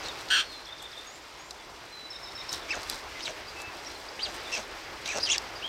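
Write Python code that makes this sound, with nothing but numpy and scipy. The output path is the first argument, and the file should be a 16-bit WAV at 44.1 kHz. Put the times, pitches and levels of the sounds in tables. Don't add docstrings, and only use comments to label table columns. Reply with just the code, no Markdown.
import sys
import numpy as np
from scipy import signal
from scipy.fft import rfft, irfft
from scipy.io import wavfile
from scipy.ndimage import uniform_filter1d, map_coordinates

SR = 44100
rng = np.random.default_rng(int(sys.argv[2]) if len(sys.argv) > 2 else 0)


def unload_audio(sound):
    columns = np.transpose(np.atleast_2d(sound))
    steps = np.round(np.clip(columns, -1, 1) * 32767)
    wavfile.write(sys.argv[1], SR, steps.astype(np.int16))


N = 250488
T = np.arange(N) / SR
TOP_HZ = 15900


def undb(db):
    return 10 ** (np.asarray(db) / 20)


def unit(x):
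    return x / np.sqrt(np.mean(x ** 2) + 1e-20)


def add(out, start_s, x):
    i = max(int(start_s * SR), 0)
    out[i:i + len(x)] += x[:max(N - i, 0)]


def wander(n, rate):
    knots = rng.standard_normal(int(n * rate / SR) + 4)
    return map_coordinates(knots, [1 + np.arange(n) * rate / SR], order=2, mode="nearest")


def resonate(x, hz, width_hz):
    hz = min(hz, .42 * SR)
    return signal.lfilter(*signal.iirpeak(hz, hz / min(width_hz, .3 * SR), SR), x)


def ring(x, peaks):
    return sum(undb(db) * resonate(resonate(x, hz, width), hz, width) for hz, width, db in peaks)


def colour(x, points):
    hz, db = np.transpose(points)
    f = np.maximum(np.fft.rfftfreq(len(x), 1 / SR), 1)
    return irfft(rfft(x) * undb(np.interp(np.log(f), np.log(hz), db)), len(x))


def band(x, lo_hz, hi_hz):
    return signal.sosfilt(signal.butter(3, [lo_hz, min(hi_hz, .45 * SR)], "band", fs=SR, output="sos"), x)


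def echoes(x, fade_s, delay_s):
    t = T[:SR]
    tail = rng.standard_normal(SR) * undb(-60 * t / fade_s) * (t > delay_s)
    return signal.fftconvolve(x, tail / np.linalg.norm(tail))[:N]


def arch(rise_s, fall_s, start_hz, crest_hz, end_hz):
    t = np.arange(-rise_s, fall_s, 1 / SR)
    place = t / np.where(t < 0, rise_s, fall_s)
    edge_hz = np.where(t < 0, start_hz, end_hz)
    return crest_hz * (edge_hz / crest_hz) ** np.sin(np.pi / 2 * place) ** 2, place


# t/s, level/dB
BREEZE_LEVELS = [(0.0, -44), (0.19, -45), (0.52, -50), (0.76, -51.5), (2.14, -51), (2.37, -47.5),
                 (2.8, -46), (4.02, -47.5), (4.19, -47.5), (4.44, -44.5), (4.7, -46.5), (5.03, -46.5),
                 (5.27, -44), (5.68, -46)]
# f/Hz, level/dB
AIR_TONE = [(13, -31), (22, -8), (52, 1), (198, -10), (239, -7.5), (324, 0), (530, -1), (918, 0.5),
            (1870, -3.5), (2090, -2.5), (4040, -10.5), (4900, -7.5), (9720, -29), (13900, -29),
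            (15500, -36)]

def air(boost_db=.5, flicker_db=1.33):
    breeze_db = np.interp(T, *np.transpose(BREEZE_LEVELS))
    mean_db = breeze_db.mean()
    hiss = colour(rng.standard_normal(N), AIR_TONE)
    spectrum = rfft(hiss / np.std(band(hiss, 250, 1300)))
    octave = np.log2(np.clip(np.fft.rfftfreq(N, 1 / SR), 2 ** 5, 2 ** 14))
    out = 0
    for k in range(5, 15):
        part = irfft(spectrum * np.maximum(1 - abs(octave - k), 0), N)
        follow = np.interp(k, [6, 9], [.96, 1])
        out = out + part * undb(follow * (breeze_db - mean_db) + flicker_db * wander(N, 18))
    return out * undb(mean_db + boost_db)


# loudest at t/s, level/dB, swell/s
STIRS = [ (.06, -48, .025), (.21, -45.5, 0.076), (.45, -53.5, .12), (.82, -47, .03), (1.0, -47, 0.045),
         (2.54, -37, 0.033), (2.8, -46, 0.061), (2.93, -40, 0.059), (3.28, -45, 0.039), (3.6, -44, .02),
         (3.93, -49, 0.12), (4.33, -47.5, 0.14), (4.55, -44, 0.087), (5.09, -45, 0.074), (5.36, -55, .06), ]
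# f/Hz, level/dB
STRAW_TONE = [(1000, -0.5), (2500, 5), (4000, 9.5), (6300, 4.5), (8000, 1), (10000, -6.5), (15000, -14)]

def straw(cracks_per_s=1500, rest_db=-56):
    cracks, clumps_db = 0, 1.5 * wander(N, 50)
    for stalk_hz in ((800, 3200), (3200, 6500), (6500, 15500)):
        size_db = 4.3 * np.minimum(rng.exponential(size=N), 4)
        breaks = (rng.random(N) < cracks_per_s / SR) * rng.choice([-1, 1], N)
        cracks = cracks + band(breaks * undb(size_db + clumps_db), *stalk_hz)
    scattered = undb(-3) * echoes(cracks, fade_s=.019, delay_s=0)
    rustle = unit(colour(cracks + scattered, STRAW_TONE))
    bedding = undb(-5.5) * unit(band(rng.standard_normal(N), 260, 1410))
    stir = np.sqrt(sum((undb(db) * np.exp(-abs(T - s) / swell_s)) ** 2 for s, db, swell_s in STIRS))
    return rustle * np.hypot(stir, undb(rest_db)) + bedding * stir


def squeak_shape(rise_s, fall_s, lead_s, pitches, db, swell_db=6, fade_db=16, catch_db=9.5):
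    hz, place = arch(rise_s, fall_s, *pitches)
    t = T[:len(hz)]
    soft_ends = np.clip(np.minimum(t, t[-1] - t) / .0017, 0, 1)
    caught = np.clip((t - rise_s + lead_s) / .0015, 0, 1)
    drop_db = np.where(place < 0, swell_db, fade_db) * abs(place) ** 1.08
    return hz, undb(db - drop_db - catch_db * (1 - caught)) * soft_ends


# f/Hz, width/Hz, level/dB
BILL_PEAKS = [(2700, 410, 1.5), (3660, 1400, -5.5), (6000, 1170, -1), (7800, 400, -7)]

def squeak(hz, gain, overtone_db, hoarse, hiss_db, slack_hz=2200, buzz_hz=680):
    n = len(hz)
    slack = 1 - .7 * gain / gain.max()
    rough = hoarse * slack * (1 + (slack_hz / hz) ** 2) ** .5
    phase = 2 * np.pi * np.cumsum(hz * (1 + .16 * rough * wander(n, 1500))) / SR
    overtones = sum(undb(overtone_db - drop_db) * np.sin(k * phase) * (k * hz < TOP_HZ)
                    for k, drop_db in ((2, 0), (3, 15)))
    tone = (np.sin(phase) + overtones) * np.exp(1.2 * hoarse * slack * wander(n, 350))
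    buzz = np.sin(2 * np.pi * np.cumsum(buzz_hz * (1 + .2 * wander(n, 200))) / SR)
    tone *= 1 + 3.2 * hoarse * slack ** 2 * buzz
    puffs = rng.standard_normal(n) * (1 + .6 * np.sin(phase)) * undb(3 * wander(n, 300))
    hiss_gain = undb(hiss_db) * gain.mean() * (gain / gain.mean()) ** .27
    return unit(tone) * gain + unit(ring(puffs, BILL_PEAKS)) * hiss_gain


# crest t/s, rise/s, fall/s,
# lead/s, start f/Hz, crest f/Hz, end f/Hz, level/dB, overtone/dB, hoarseness/0-1, bill hiss/dB
CHICK_SQUEAKS = [ (.064, 0.037, .014, .005, 4200, 4200, 3900, -34, -30, 0.57, -4),
                 (.09, 0.011, 0.034, 0.0072, 3550, 3750, 3380, -35, -30, 0.38, -14),
                 (2.714, 0.031, 0.037, 0.0088, 2200, 2650, 1393, -26, -8, 0.28, -13),
                 (3.235, 0.044, .016, .004, 2400, 5150, 4900, -30.5, -9, 0.6, -13),
                 (3.259, .011, .028, 0.0045, 4120, 3850, 2000, -28, -15, 0.56, -10.5),
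                 (3.488, .018, 0.03, .01, 4500, 4850, 3820, -42, -29, 0.25, -25),
                 (3.874, 0.028, 0.015, 0.0091, 5410, 5650, 4660, -38, -33, 0.27, -21),
                 (4.238, 0.047, .038, 0.0088, 2850, 4750, 2750, -26, -18, .3, -21),
                 (4.541, .024, 0.041, 0.016, 2570, 2700, 2295, -26.5, -3.5, 0.38, -6),
                 (5.106, 0.051, 0.043, .022, 2200, 2530, 1530, -31, -21, 0.4, -1.5),
                 (5.236, .038, .04, .007, 4600, 4950, 4380, -24.5, -17, 0.43, -17),
                 (5.277, .02, 0.021, .016, 3930, 3050, 2570, -30.5, -10, 0.65, -10),
                 (5.323, .034, 0.042, 0.028, 2544, 3410, 1700, -22.5, -2, 0.35, -5),
                 (5.567, 0.018, .02, .014, 4620, 4900, 4350, -42.5, -27, .2, -25),
                 (5.646, .028, 0.098, .022, 2710, 3200, 3720, -33.5, -27, 0.3, -22), ]

def squeaks():
    out = np.zeros(N)
    for s, rise_s, fall_s, lead_s, *pitches, db, overtone_db, hoarse, hiss_db in CHICK_SQUEAKS:
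        hz, gain = squeak_shape(rise_s, fall_s, lead_s, pitches, db)
        add(out, s - rise_s, squeak(hz, gain, overtone_db, hoarse, hiss_db))
    return out


# f/click pitch, width/click pitch, level/dB
CLICK_PEAKS = [(.6, 0.17, 20), (1, 0.52, 35), (1.45, 0.17, -19)]
# t/s, level/dB, pitch f/Hz, fade/s, bright edge/dB
DRY_CLICKS = [ (.084, -36.5, 5650, 0.0068, -22), (.286, -39, 4000, 0.032, -19),
              (.825, -44.5, 7100, .03, -6), (1.508, -35.5, 4800, 0.017, -25),
              (2.492, -34.5, 4500, .016, -25), (2.528, -27.5, 5400, 0.018, -13),
              (2.753, -36.5, 5350, 0.02, -27), (2.831, -37, 4700, 0.029, -12),
              (2.898, -24, 4660, 0.0081, -6), (2.945, -36, 4200, 0.015, -15), (3.618, -39, 6360, .013, -3),
              (5.058, -31.5, 3960, .04, -31), (5.076, -34, 4900, .014, -25),
              (5.173, -29.5, 5200, 0.0053, -24), (5.184, -30, 5300, 0.0069, -27),
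              (5.381, -21, 4870, 0.0068, -21), ]

def dry_clicks():
    out, t = np.zeros(N), T[:4096]
    for s, db, hz, fade_s, bright_db in DRY_CLICKS:
        burst = rng.standard_normal(len(t)) * undb(-60 * t / fade_s) * (1 - np.exp(-t / .00019))
        body = ring(burst, [(k * hz, width * hz, peak_db) for k, width, peak_db in CLICK_PEAKS])
        click = unit(body) + undb(bright_db) * unit(band(burst, 8500, 12600))
        add(out, s, undb(db) * click / np.std(click[:SR // 500]))
    return out + undb(-15) * echoes(out, fade_s=.027, delay_s=.0011)


# f/Hz, width/Hz, level/dB
THROAT_PEAKS = [(1670, 480, 2.5), (2850, 630, -0.5), (3176, 550, 3), (4130, 520, -1.5), (5720, 390, -6),
                (6830, 310, -11), (8470, 540, -11.5), (12500, 1300, -19.5)]

def rasp(db=-20.5, hold_s=.11, sag_db_per_s=54, release_db_per_s=750):
    hz, _ = arch(rise_s=.035, fall_s=.107, start_hz=1429, crest_hz=1569, end_hz=1220)
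    n = len(hz)
    t = T[:n]
    fade_db = sag_db_per_s * t + release_db_per_s * np.maximum(t - hold_s, 0)
    gain = (1 - np.exp(-t / .0072)) * undb(db - fade_db)
    phase = 2 * np.pi * np.cumsum(hz * (1 + .135 * wander(n, 1400))) / SR
    pulses = unit(sum(np.cos(k * phase) for k in range(1, 7)))
    breath = (pulses + .62 * rng.standard_normal(n)) * undb(1.5 * wander(n, 500))
    voice = ring(breath, THROAT_PEAKS)
    return voice / np.sqrt(uniform_filter1d(voice ** 2, size=350)) * gain


def whistle(length_s, start_hz, middle_hz, end_hz, db, waver=.0082, flicker_db=2):
    n = int(length_s * SR)
    bend = np.polyfit([0, .5, 1], [start_hz, middle_hz, end_hz], 2)
    hz = np.polyval(bend, np.linspace(0, 1, n)) * (1 + waver * wander(n, 266))
    gain = signal.windows.tukey(n, .5) * undb(db + flicker_db * wander(n, 86))
    return np.sqrt(2) * np.sin(2 * np.pi * np.cumsum(hz) / SR) * gain


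# t/s, length/s, start f/Hz, middle f/Hz, end f/Hz, level/dB
LONE_NOTES = [ (0.432, .11, 4400, 4330, 4220, -51), (0.513, 0.086, 4220, 4115, 4070, -46.5),
              (.507, .055, 4150, 3630, 3500, -49), (1.58, .06, 3700, 3420, 3360, -54.5),
              (1.898, 0.21, 4160, 3990, 4010, -47), (2.615, 0.027, 3690, 3480, 3450, -49),
              (3.14, 0.063, 2087, 2050, 1970, -49), (3.539, 0.173, 2596, 2637, 2606, -47),
              (3.942, 0.028, 4450, 4200, 4070, -48), (4.084, .011, 4400, 4920, 5200, -45),
              (4.441, 0.059, 4200, 3490, 3870, -45.5), ]
WARBLE_NOTES = [(-.012, 0.0123, 4400, 5020, 5900, -4.5), (0, 0.024, 4070, 3410, 3300, -4),
                (.024, .017, 3700, 3450, 3180, -3.5), (.042, .017, 3400, 3600, 3600, -3),
                (.06, 0.016, 3520, 3610, 3420, 0)]
SLUR_NOTES = [(0, .06, 6620, 6670, 7300, 0), (.055, 0.062, 7100, 7250, 7200, -5)]
CHIME_NOTES = [(0, 0.03, 5510, 5270, 5400, 1.5), (.028, 0.02, 4130, 3820, 3700, -3.5),
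               (.04, .03, 5400, 5330, 5280, -6), (.047, 0.0296, 3994, 3686, 4400, -1.5)]
# t/s, level/dB
WARBLE_REPEATS = [(.661, -42.5), (.792, -44), (.926, -43)]
SLUR_REPEATS = [(1.06, -52.5), (1.381, -56)]
CHIME_REPEATS = [(2.099, -43.5), (2.227, -42.5), (2.346, -41), (2.484, -40.5)]

def songbirds():
    out = np.zeros(N)
    for s, *shape in LONE_NOTES:
        add(out, s, whistle(*shape))
    songs = (WARBLE_NOTES, WARBLE_REPEATS), (SLUR_NOTES, SLUR_REPEATS), (CHIME_NOTES, CHIME_REPEATS)
    for notes, repeats in songs:
        for start_s, db in repeats:
            for s, *shape in notes:
                add(out, start_s + s, undb(db) * whistle(*shape))
    return out + undb(-6) * echoes(out, fade_s=.84, delay_s=.0095)


# t/s, level/dB, fade/s
NEST_BUMPS = [(2.52, -51.5, .15), (2.765, -54, 0.085), (2.851, -56, 0.13), (2.918, -52, 0.16),
              (3.172, -58, 0.17), (3.67, -52, 0.19), ]

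def bumps(hz=45, width_hz=55):
    out, t = np.zeros(N), T[:SR // 3]
    for s, db, fade_s in NEST_BUMPS:
        push = rng.standard_normal(len(t)) * undb(-60 * t / fade_s)
        shake = resonate(resonate(push, hz, width_hz), hz, 3 * width_hz)
        add(out, s, undb(db) * shake / np.std(shake[:SR // 20]))
    return out


# f/Hz, width/Hz, level/dB
SLACK_THROAT_PEAKS = [(221, 120, -0.5), (660, 560, 1.5), (1290, 770, -10.5)]
# t/s, length/s, level/dB, bill rattle/dB
THROAT_CREAKS = [(2.74, 0.048, -38.5, -9), (3.273, 0.044, -40.5, -5), (4.256, .055, -43, -7),
                 (4.567, .045, -38.5, -4), (5.14, 0.058, -35.5, -1.5)]

def creaks(flaps_per_s=210, puff_s=.0015):
    out = np.zeros(N)
    for s, length_s, db, bill_db in THROAT_CREAKS:
        n = int(length_s * SR)
        cycle = np.cumsum(flaps_per_s * np.exp(.3 * wander(n, 200))) / SR % 1
        puffs = rng.standard_normal(n) * np.exp(-cycle / (flaps_per_s * puff_s))
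        throat = unit(ring(puffs, SLACK_THROAT_PEAKS))
        bill = undb(bill_db) * unit(ring(puffs, BILL_PEAKS))
        add(out, s, undb(db) * (throat + bill) * signal.windows.tukey(n, .5))
    return out


def chicks():
    calls = squeaks() + creaks()
    calls = band(band(calls, 127, 9300), 150, 9300)
    add(calls, start_s=.3, x=rasp())
    return calls + undb(-10) * echoes(calls, fade_s=.17, delay_s=.00074)


def scene():
    return (chicks() + songbirds() + dry_clicks() + straw() + bumps() + air())[None]


def record(dry):
    return signal.sosfilt(signal.ellip(10, .2, 70, TOP_HZ, fs=SR, output="sos"), dry)


dry = scene()
out = record(dry)
unload_audio(out)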